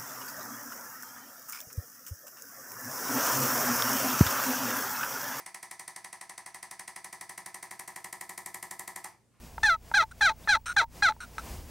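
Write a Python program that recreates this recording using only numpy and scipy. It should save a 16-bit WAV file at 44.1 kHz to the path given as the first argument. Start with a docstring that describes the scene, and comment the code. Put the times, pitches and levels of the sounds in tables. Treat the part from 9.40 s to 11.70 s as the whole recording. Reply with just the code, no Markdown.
"""Open grassland hisses over a low hum and a thin whine; then a wooden box turkey call yelps six times.
The lid taps the box, sticks and slips on its wall in a falling squeal, and chatters to a stop.
Now and then it brushes back. A faint chirp slips in midway, and a low gust swells at the end.
A limiter ducks the hiss with each yelp and lets it back up slowly."""
import sys
import numpy as np
from scipy import signal
from scipy.fft import rfft, irfft
from scipy.io import wavfile
from scipy.ndimage import uniform_filter1d, minimum_filter1d

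SR = 44100
rng = np.random.default_rng(int(sys.argv[2]) if len(sys.argv) > 2 else 0)


def unload_audio(sound):
    """Save the sound as a 16-bit wav file, at the path given as the first command line argument."""
    columns = np.transpose(np.atleast_2d(sound))
    # keep every value between -1 and 1, then stretch to whole-number steps
    steps = np.round(np.clip(columns, -1, 1) * 32767)
    wavfile.write(sys.argv[1], SR, steps.astype(np.int16))


N = 101430
T = np.arange(N) / SR

# Table levels are relative: gains and the limiter follow.
# air of the open field (f/Hz, level/dB)
HISS_SPECTRUM = [(88, -40), (150, 5), (286, -4.5), (601, -7), (649, -5.5), (960, -7.5), (1190, -12.5),
                 (1260, -14.5), (2400, -14.5), (4000, -20), (4950, -15.5), (16000, -22.5)]
# wind on the microphone (f/Hz, level/dB)
WIND_SPECTRUM = [(15, -25), (40, -7.5), (80, -3), (150, -31), (300, -30), (900, -49.5)]
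# swell of that wind (t/s, level/dB)
WIND_ENVELOPE = [(0, -49), (1.85, -62), (2.03, -46), (2.17, -40.5), (2.3, -43.5)]
# partials of the hum (f/Hz, level/dB)
HUM_PARTIALS = [(30, -63), (59.9, -56), (90, -61.5), (120, -65.5), (150, -68), (180, -86.5), (240, -70.5)]
# bass-heavy noise floor (f/Hz, level/dB)
FLOOR_SPECTRUM = [(20, 36.5), (70, 20.5), (200, -11), (600, -4.5), (3000, -14), (16000, -44)]
# noise in opposite phase at the two ears (f/Hz, level/dB)
SIDE_SPECTRUM = [(20, 13.5), (80, 3), (250, -12), (1000, -21), (3000, -44), (16000, -30.5)]
# the lid taps the box (t/s, click level/dB, click cutoff f/Hz, knock level/dB)
LID_TAPS = [(.1808, -28, 1200, -25), (.5152, -24, 1200, -20), (.809, -16, 1800, -20),
            (1.075, -12, 1600, -18), (1.6232, -13, 2000, -24), (1.722, -17, 2800, -25),
            (1.765, -52, 500, -29), (1.982, -20, 2000, -29)]
# resonances of the box (f/Hz, width/Hz, level/dB)
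BOX_MODES = [(630, 127, -24), (842, 38.7, -11), (1326, 212, 2), (1580, 246, -3), (2040, 250, -6.5),
             (2427, 405, -13.5), (3272, 360, -18), (3594, 294, -11.5), (4054, 308, -6.5), (4840, 280, -20),
             (5766, 770, -19), (6264, 300, -19), (7246, 330, -22.5), (8550, 1600, -30), (10430, 730, -35.5)]
# low flutter that rides on loud sound (f/Hz, level/dB)
FLUTTER_SPECTRUM = [(20, -3), (80, -6.5), (200, -16.5), (500, -25), (1500, -34)]
# one curve per stroke of the lid (t/s, second harmonic f/Hz, its level/dB, overtone level/dB)
YELP_CURVES = [
    [(0.234, 1725, -33, -32), (0.242, 1810, -28.5, -51.5), (0.276, 1638, -28, -32),
     (0.29, 1565, -16.5, -38), (0.302, 1402, -19.5, -32), (0.322, 1340, -21, -34.5),
     (0.342, 1301, -24.5, -43.5), (0.36, 1288, -35, -60)],
    [(0.542, 1584, -27, -47), (0.546, 1595, -26, -37.5), (0.56, 1700, -28, -33.5),
     (0.576, 1572, -18.5, -30), (0.59, 1422, -20, -36), (0.61, 1296, -20.5, -27.5),
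     (0.625, 1256, -28.5, -42.5)],
    [(0.812, 1735, -25.5, -34.5), (0.828, 1591, -21, -32), (0.846, 1645, -20, -28.5),
     (0.86, 1553, -15.5, -27), (0.882, 1306, -19, -30), (0.896, 1263, -24, -28.5)],
    [(1.079, 1794, -30, -53), (1.093, 1583, -18.5, -26.5), (1.101, 1693, -18.5, -29),
     (1.115, 1597, -23, -26), (1.129, 1531, -14, -28.5), (1.147, 1330, -21, -26.5),
     (1.155, 1295, -18, -28.5)],
    [(1.367, 1732, -20, -20), (1.375, 1564, -15, -35), (1.387, 1611, -18.5, -22.5),
     (1.395, 1494, -15.5, -27), (1.407, 1345, -19, -27.5), (1.416, 1283, -21.5, -28.5)],
    [(1.626, 1605, -23, -39), (1.636, 1652, -28, -28.5), (1.65, 1563, -19.5, -35.5),
     (1.678, 1330, -24, -30.5), (1.688, 1287, -19.5, -33)],
]
# chatter as a stroke runs out (t/s, length/s, ring f/Hz, ring level/dB, rattle level/dB)
LID_CHATTERS = [(0.341, 0.016, 912, -27.5, -28.5), (.621, 0.02, 885, -16.5, -18.5),
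                (0.893, 0.029, 880, -13.5, -17.5), (1.151, 0.023, 893, -13.5, -13.5),
                (1.413, 0.03, 920, -12.5, -17.5), (1.685, .028, 870, -14.5, -16.5)]
# the lid brushes back (t/s, length/s, level/dB)
LID_BRUSHES = [(.712, .015, -37), (1.258, .072, -23), (1.804, .05, -31.5), (1.982, .028, -39)]
# resonances of the lightly brushed lid (f/Hz, width/Hz, level/dB)
LID_MODES = [(980, 80, -22), (1420, 210, -1), (2400, 1400, -24), (3950, 600, -20), (5600, 380, -20),
             (6200, 220, -19), (7350, 380, -24), (8700, 900, -22), (11500, 1300, -34)]


def amp(db):
    """Decibels to gain."""
    return 10 ** (np.asarray(db) / 20)


def unit(x):
    """Scales to rms 1."""
    return x / np.sqrt(np.mean(x ** 2) + 1e-20)


def add(mix, start, sound):
    """Drops a sound into the mix at a time in seconds."""
    part = mix[max(round(start * SR), 0):][:len(sound)]
    part += sound[:len(part)]


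def noise(spectrum):
    """Noise at rms 1, coloured by a spectrum."""
    hz, db = np.transpose(spectrum)
    f = np.fft.rfftfreq(N, 1 / SR)
    colour = amp(np.interp(np.log(f + 1), np.log(hz), db))
    return unit(irfft(rfft(rng.standard_normal(N)) * colour, N))


def wobble(hz, count):
    """Smooth random modulation that rolls off above a rate."""
    f = np.fft.rfftfreq(N, 1 / SR)
    return unit(irfft(rfft(rng.standard_normal(N)) * np.exp(-(f / hz) ** 2), N))[:count]


def power(x, size):
    """Envelope follower: mean square over a window of samples."""
    return abs(uniform_filter1d(x ** 2, size)) + 1e-12


def wood_response(modes, size=4096, edge_hz=11500):
    """Impulse response of wood with steep resonances; it radiates little above the edge."""
    f = abs(np.fft.fftfreq(size, 1 / SR))
    peaks = sum(amp(db) ** 2 / (1 + 4 * ((f - hz) / width) ** 2) ** 2 for hz, width, db in modes)
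    log_gain = np.log(peaks / (1 + (f / edge_hz) ** 20)) / 2
    minimum_phase = np.exp(np.conj(signal.hilbert(log_gain)))
    impulse = np.fft.ifft(minimum_phase).real[:size // 2]
    return impulse / np.linalg.norm(impulse)


def excite(force, body):
    """Rings a body with a force."""
    return signal.fftconvolve(force, body)[:len(force)]


def field():
    """The bed: gently wavering hiss of the open field and a low gust on the microphone."""
    hiss = amp(-48 - 3 * wobble(5.1, N)) * noise(HISS_SPECTRUM)
    gust = amp(np.interp(T, *np.transpose(WIND_ENVELOPE))) * noise(WIND_SPECTRUM)
    return hiss + gust


def hum():
    """A steady low drone of sines in random phase."""
    return sum(amp(db) * np.sqrt(2) * np.sin(2 * np.pi * (hz * T + rng.random()))
               for hz, db in HUM_PARTIALS)


def whine(hz=15730, width_hz=40, db=-69.5):
    """A thin, flickering tone at the top of hearing."""
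    return amp(db) * unit(np.sin(2 * np.pi * hz * T) * (1 + wobble(width_hz, N)))


def tap(start, click_db, cutoff_hz, knock_db, box):
    """A soft blow of the lid on the box: a dull click and the short low knock of the wall."""
    knock_hz, t60_s, rise_s = 913, .029, .00022
    t = np.arange(len(box)) / SR
    click = signal.sosfilt(signal.butter(2, cutoff_hz, fs=SR, output="sos"), box)
    knock = np.sin(2 * np.pi * knock_hz * t) * amp(-60 * t / t60_s) * (1 - np.exp(-t / rise_s))
    return start, amp(click_db) * click / abs(click).max() + amp(knock_db) * knock


def raspy_overtones(hz, cycles, box):
    """Uneven slips and bright friction noise ring the box, levelled to a steady rms of 1."""
    n, rasp_hz, rasp_db = len(hz), 2790, -16
    tilt_db_per_khz = 5.5 * np.log2(hz / 790)  # the treble dulls as the pitch falls
    uneven = cycles + .0054 * wobble(400, n)
    slips = unit(sum(amp(tilt_db_per_khz * k * hz / 1000) * np.cos(2 * np.pi * k * uneven)
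                     for k in range(3, 21)))
    rasp = signal.sosfilt(signal.butter(2, rasp_hz, "high", fs=SR, output="sos"), rng.standard_normal(n))
    rasp *= amp(rasp_db + tilt_db_per_khz * 2 * rasp_hz / 1000)
    shimmer = 1 + .12 * wobble(600, n)
    overtones = excite(slips * shimmer + rasp, box)
    return overtones / np.sqrt(power(overtones, size=300))


def yelp(curve, box):
    """The lid scrapes, catches, then sticks and slips: a clean second harmonic leads, edged with rasp."""
    attack_s, release_s, bloom_s = .005, .0047, .014
    catch_s, waver_s, scrape_s = .008, .038, .01
    times, second_hz, second_db, overtone_db = np.transpose(curve)
    t = np.arange(times[0] - attack_s, times[-1] + 2 * release_s, 1 / SR)
    age, n = t - t[0], len(t)
    # the pitch starts ragged and settles as the lid catches
    jitter = (.0025 + .018 * np.exp(-age / catch_s)) * wobble(500, n)
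    waver = .018 * np.exp(-age / waver_s) * wobble(109, n)
    hz = np.interp(t, times, second_hz) / 2 * (1 + jitter + waver)
    cycles = np.cumsum(hz) / SR
    second_gain = amp(np.interp(t, times, second_db))
    overtone_gain = amp(np.interp(t, times, overtone_db))
    squeal = second_gain * np.sqrt(2) * np.sin(2 * np.pi * 2 * cycles)
    overtones = amp(3) * overtone_gain * np.minimum(age / bloom_s, 1) * raspy_overtones(hz, cycles, box)
    fundamental = unit(excite(np.sin(2 * np.pi * cycles), box))
    fundamental *= amp(-8) * np.sqrt(second_gain * overtone_gain)
    scrape = amp(-4) * second_gain * np.exp(-age / scrape_s) * unit(excite(rng.standard_normal(n), box))
    attack = np.minimum(age / attack_s, 1) ** 2
    release = np.exp(-2 * (np.maximum(t - times[-1], 0) / release_s) ** 2)
    return t[0], amp(13.5) * attack * release * (squeal + overtones + fundamental + scrape)


def chatter(start, length, ring_hz, ring_db, rattle_db, box):
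    """The slowing lid slips only every few swings of the wall, which rings on at its lowest note."""
    scatter_s, rise_s, t60_s = .00015, .017, .046
    t = np.arange(0, length + .08, 1 / SR)
    swings = np.cumsum(rng.integers(1, 4, 40))
    slip_times = abs((swings - swings[0]) / ring_hz + scatter_s * rng.standard_normal(len(swings)))
    slips = np.zeros(len(t))
    slips[(slip_times[slip_times < length] * SR).astype(int)] = 1
    slips *= np.minimum(.65 + t / rise_s, 1)  # builds as the squeal breaks off
    wall = np.sin(2 * np.pi * ring_hz * t) * amp(-60 * t / t60_s)
    ring = amp(ring_db) * unit(excite(slips * amp(-10 * t / length), wall))
    rattle = amp(rattle_db) * unit(excite(slips * amp(-20 * t / length), box))
    return start, (ring + rattle) * np.sqrt(length / t[-1])


def brush(start, length, db, lid, grain_db=2, fade_db=-17):
    """Light grainy friction as the lid slides back."""
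    t = np.arange(0, length + .012, 1 / SR)
    grains = rng.standard_normal(len(t)) * amp(grain_db * wobble(143, len(t)))
    force = grains * amp(fade_db * (t / length) ** 2) * (t < length)
    return start, amp(db) * unit(excite(force, lid))


def chirp(start, length, from_hz, to_hz, db):
    """A thin upward whistle, perhaps a small bird."""
    progress = np.arange(0, 1, 1 / (length * SR))
    hz = from_hz + (to_hz - from_hz) * progress
    return start, amp(db) * np.sin(np.pi * progress) * np.sin(2 * np.pi * np.cumsum(hz) / SR)


def limiter(x, threshold_db=-18.3, lookahead_s=.012, hold_s=.105, recover_s=.115):
    """Loud sound pulls the gain down; it holds there, then recovers slowly."""
    over_db = np.maximum(10 * np.log10(power(x.mean(0), size=200)) - threshold_db, 0)
    half = int((hold_s + lookahead_s) * SR) // 2
    origin = half - int(lookahead_s * SR)
    held_db = -minimum_filter1d(-over_db, 2 * half + 1, origin=origin, mode="constant")
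    held_db[0] = 6  # opens ducked, so the bed swells in
    recovery = np.exp(-T / recover_s)
    duck_db = np.maximum.accumulate(held_db / recovery) * recovery
    return x / amp(uniform_filter1d(duck_db, size=200))


def scene():
    """The call and the chirp over the field bed, a hair left of centre."""
    box, lid = wood_response(BOX_MODES), wood_response(LID_MODES)
    mix = field()
    for curve in YELP_CURVES:
        add(mix, *yelp(curve, box))
    for row in LID_CHATTERS:
        add(mix, *chatter(*row, box))
    for row in LID_BRUSHES:
        add(mix, *brush(*row, lid))
    for row in LID_TAPS:
        add(mix, *tap(*row, box))
    add(mix, *chirp(start=1.032, length=.028, from_hz=3100, to_hz=4400, db=-47))
    return mix * amp([[.17], [-.17]])


def record(dry):
    """The output chain: limiter, then hum, whine, low flutter, faint noise and a steep treble cut."""
    limited = limiter(dry)
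    tones = hum() + whine()
    flutter = amp(-25.5) * np.sqrt(power(limited.mean(0), size=600)) * noise(FLUTTER_SPECTRUM)
    floor = amp(-68) * noise(FLOOR_SPECTRUM)
    width = amp(-63.5) * noise(SIDE_SPECTRUM) * np.array([[1], [-1]])
    treble_cut = signal.firwin(511, cutoff=16050, window=("kaiser", 9), fs=SR)
    return signal.oaconvolve(limited + tones + flutter + floor + width, treble_cut[None], "same")


dry = scene()
out = record(dry)
unload_audio(out)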